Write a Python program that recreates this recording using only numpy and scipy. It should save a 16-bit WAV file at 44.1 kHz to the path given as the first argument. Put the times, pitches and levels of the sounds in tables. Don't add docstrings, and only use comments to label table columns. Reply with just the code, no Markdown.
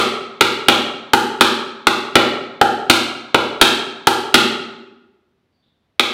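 import sys
import numpy as np
from scipy import signal
from scipy.fft import rfft, irfft, next_fast_len
from scipy.io import wavfile
from scipy.ndimage import uniform_filter1d

SR = 44100
rng = np.random.default_rng(int(sys.argv[2]) if len(sys.argv) > 2 else 0)


def persist_wave(psi):
    counts = np.round(np.clip(psi, -1, 1) * 32767).astype(np.int16)
    wavfile.write(sys.argv[1], SR, np.atleast_2d(counts).T)


N = 270333


def amp(db):
    return 10 ** (np.asarray(db) / 20)


def unit(x):
    return x / np.sqrt(np.mean(x ** 2) + 1e-20)


def along(points, hz):
    f, v = np.transpose(points)
    return np.interp(np.log(hz + 1), np.log(f + 1), v)


def filtered(x, response):
    m = next_fast_len(len(x) + SR // 2)
    hz = np.fft.rfftfreq(m, 1 / SR)
    return irfft(rfft(x, m) * response(hz), m)[:len(x)]


def coloured(x, points, size=8192):
    gain = amp(along(points, np.fft.rfftfreq(size, 1 / SR)))
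    cepstrum = irfft(np.log(gain))
    cepstrum[1:size // 2] *= 2
    cepstrum[size // 2 + 1:] = 0
    impulse = irfft(np.exp(rfft(cepstrum)))
    return signal.fftconvolve(x, impulse)[:len(x)]


def fade(t, t60):
    return np.exp(-np.log(1000) * t / t60)


def mode(t, hz, db, t60, phase):
    start = amp(db) * 2 * np.log(1000) / (t60 * SR)
    return start * fade(t, t60) * np.sin(2 * np.pi * hz * t + phase)


def mallet():
    # (time [s], relative force [dB], brightness [dB], relative bench thud [dB], spot struck)
    taps = [(-0.045, 2, 0, -4.5, "ringing"), (0.4088, 1, -0.5, 1, "dry"), (0.684, 2.5, -1, -2, "full"),
            (1.134, 1.5, -0.5, -6.5, "hollow"), (1.409, 3, -0.5, -1, "ringing"),
            (1.8693, 2, -5, 5.5, "dry"), (2.1548, 5.5, -9.5, 7, "full"), (2.613, 1, -7, -12.5, "hollow"),
            (2.8983, 2.5, 3.5, -1, "ringing"), (3.3449, 1.5, -10, -11.5, "dry"),
            (3.613, 3.5, 3, 15, "full"), (4.0704, -0.5, 4, -13, "hollow"),
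            (4.3421, 4.8, -0.5, 4, "ringing"), (5.9954, -5, 3.5, -15, "sharp")]
    track = np.zeros(N + 2 * SR)
    for s, force_db, bright_db, thud_db, spot in taps:
        hit = blow(spot, force_db, bright_db, thud_db)
        track[round((s + 1) * SR):][:len(hit)] += hit
    return track[:N + SR]


def blow(spot, force_db, bright_db, thud_db, scatter_db=1.41, grain_db=26.5, rise=0.00015):
    # (frequency [Hz], level at resonance [dB], t60 [s])
    boards = [(238.7, 30.5, 0.087), (334.8, 33.5, 0.036), (378.6, 36.5, 0.052), (508, 30, 0.031),
              (811, 34.5, 0.054), (875, 31, 0.025), (990, 26, 0.01), (1246, 35.5, 0.02),
              (1380, 39.5, 0.037), (1427.7, 38.5, 0.056), (1598.5, 33, 0.014), (2230, 21, .012),
              (3130, 29.5, 0.0091), (3810, 17, 0.014)]
    # (frequency [Hz], relative level [dB])
    grain = [(100, -9.5), (600, -5), (1900, -3.5), (2500, 0), (4100, -0.5), (4900, -10), (7000, -16),
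             (10000, -17), (16000, -23)]
    grain_grows = 0.4
    t = np.arange(SR // 3) / SR
    sizes = rng.standard_normal(len(boards))
    ring = np.zeros(len(t))
    for k, ((hz, db, t60), size) in enumerate(zip(boards, sizes)):
        ring += mode(t, hz, db + scatter_db * size, t60, k * np.pi)
    ring *= 1 - np.exp(-t / rise)
    click = coloured(dispersed(t, spread=0.0010795, uneven_db=0.78), grain)
    wood = ring + amp(grain_db + grain_grows * force_db) * click
    return amp(force_db) * (coloured(wood, contact(spot, bright_db)) + bench(t, thud_db))


def contact(spot, bright_db):
    spots = {"dry": (-3, -0.5, -1.5, -1, 2), "full": (0.5, 0, -4, -2, 2.5), "hollow": (1, 11, 0, -1, -4),
             "ringing": (1.5, 0, 3, 0, 1.35), "sharp": (4, 2, 4.5, -4, 7.5)}
    flex_db, knock_db, tock_db, clack_db, crack_db = spots[spot]
    snap_db = 0.35 * crack_db
    weights = [(25, -23.0), (130, 0.5), (170, -1),
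               (225, flex_db), (250, flex_db), (290, 2), (640, 1.5),
               (770, knock_db), (830, knock_db), (1000, 3.5),
               (1200, tock_db), (1270, tock_db), (1330, clack_db), (1570, clack_db),
               (2200, crack_db), (3700, crack_db), (4500, snap_db), (6500, snap_db), (8500, -1)]
    tilt = [(1200, 0), (8500, bright_db)]
    return [(hz, db + along(tilt, hz)) for hz, db in weights]


def dispersed(t, spread, uneven_db, step_hz=300):
    hz = np.fft.rfftfreq(len(t), 1 / SR)
    knots = np.arange(200) * step_hz
    delay = np.interp(hz, knots, spread * rng.gamma(2, size=len(knots)))
    gain = amp(uneven_db * np.interp(hz, 2 * knots, rng.standard_normal(len(knots))))
    phase = -2 * np.pi * np.cumsum(delay) * hz[1]
    click = irfft(gain * np.exp(1j * phase), len(t))
    return click * (t < t[-1] / 2)


def bench(t, thud_db, push_db=17, sink_db=17):
    push = mode(t, 115, push_db, 0.024, np.pi / 2)
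    thud = mode(t, 48, sink_db + thud_db, 0.055, 0)
    return push + thud


def workshop(x, wet_db=-1, build=0.0025, gap=0.002, settle=0.0013):
    # (frequency [Hz], relative level [dB])
    walls = [(30, -29), (70, -9.5), (150, -1.5), (210, 5), (330, -2), (600, 0.5), (1300, -2.5),
             (2000, -2.5), (4000, -2), (8000, -1), (16000, -8.5)]
    # (frequency [Hz], t60 [s])
    decay = [(60, 0.7), (160, 0.88), (300, 1.24), (600, 0.81), (1200, 0.89), (3500, 0.74), (7500, 0.58),
             (11000, .42), (16000, 0.37)]
    # (frequency [Hz], relative level at resonance [dB], t60 [s])
    standing = [(63, -2, .6), (87, 11, .65), (122, 11, .9), (236, 6, .45), (286, 5, .6), (330, 3, .45),
                (342, 4, .8), (385, 10, 1.15), (461, 7, .45), (592, 6, .45), (812, 3, .5), (915, 3, .7),
                (1240, 2, .4), (1381, 2, .5), (1557, 3, .4), (1792, 4, .55), (3508, 5, .5)]
    # (delay [s], relative level [dB])
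    first_echoes = [(.0046, -15.5), (.0068, -15), (.0097, -13.5), (0.0121, -13.5)]
    hz, frames, z = signal.stft(rng.standard_normal(SR * 3 // 2), SR, nperseg=512)
    tail = signal.istft(z * fade(frames, along(decay, hz)[:, None]), SR, nperseg=512)[1]
    t = np.arange(len(tail)) / SR
    since = np.maximum(t - gap, 0)
    diffuse = coloured(evened(tail * (1 - np.exp(-since / build)), size=110), walls)
    waves = sum(mode(t, *row, k * np.pi) for k, row in enumerate(standing))
    waves = (1 - np.exp(-since / settle)) * waves
    echoes = np.zeros(len(t))
    for delay, db in first_echoes:
        echoes[round(delay * SR)] += amp(db)
    return amp(wet_db) * signal.fftconvolve(x, diffuse + waves + echoes)[:len(x)]


def evened(x, size):
    z = rfft(x, 2 * len(x))
    power = np.abs(uniform_filter1d(np.abs(z) ** 2, size))
    return irfft(z / np.sqrt(power + 1e-12))[:len(x)]


def squeaks(attack=0.021, release=0.71):
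    # (time [s], centre [Hz], width [Hz], rms before the envelope [dB], length [s])
    squeak_steps = [(5.52, 4580, 301, -77, .14), (5.617, 3600, 600, -69, .11)]
    out = np.zeros(N)
    for s, hz, width_hz, db, length in squeak_steps:
        t = np.arange(N) / SR - s
        band = unit(filtered(rng.standard_normal(N), lambda f: 1 / (1 + (2 * (f - hz) / width_hz) ** 2)))
        swell = np.clip(t / attack, 0, 1)
        out += amp(db) * band * swell * fade(np.maximum(t - length / 2, 0), release)
    return out


def room_tone(db=-68):
    # (frequency [Hz], relative level [dB])
    rumble = [(20, -17.5), (55, -8.5), (88, -1.5), (115, -5.5), (145, -5.5), (240, -4.5), (400, -11),
              (1000, -18), (3800, -25), (7000, -39.5), (16000, -44)]
    return amp(db) * unit(filtered(rng.standard_normal(N), lambda hz: amp(along(rumble, hz))))


def scene(direct_db=1):
    taps = mallet()
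    heard = (amp(direct_db) * taps + workshop(taps))[SR:]
    return (heard + squeaks() + room_tone())[None]


def record(dry, low_cut_hz=30, top_hz=15900):
    clipped = np.clip(dry[0], -1, 1)
    lean = signal.sosfilt(signal.butter(1, low_cut_hz, "high", fs=SR, output="sos"), clipped)
    return filtered(lean, lambda hz: 1 / (1 + (hz / top_hz) ** 100))[None]


dry = scene()
out = record(dry)
persist_wave(out)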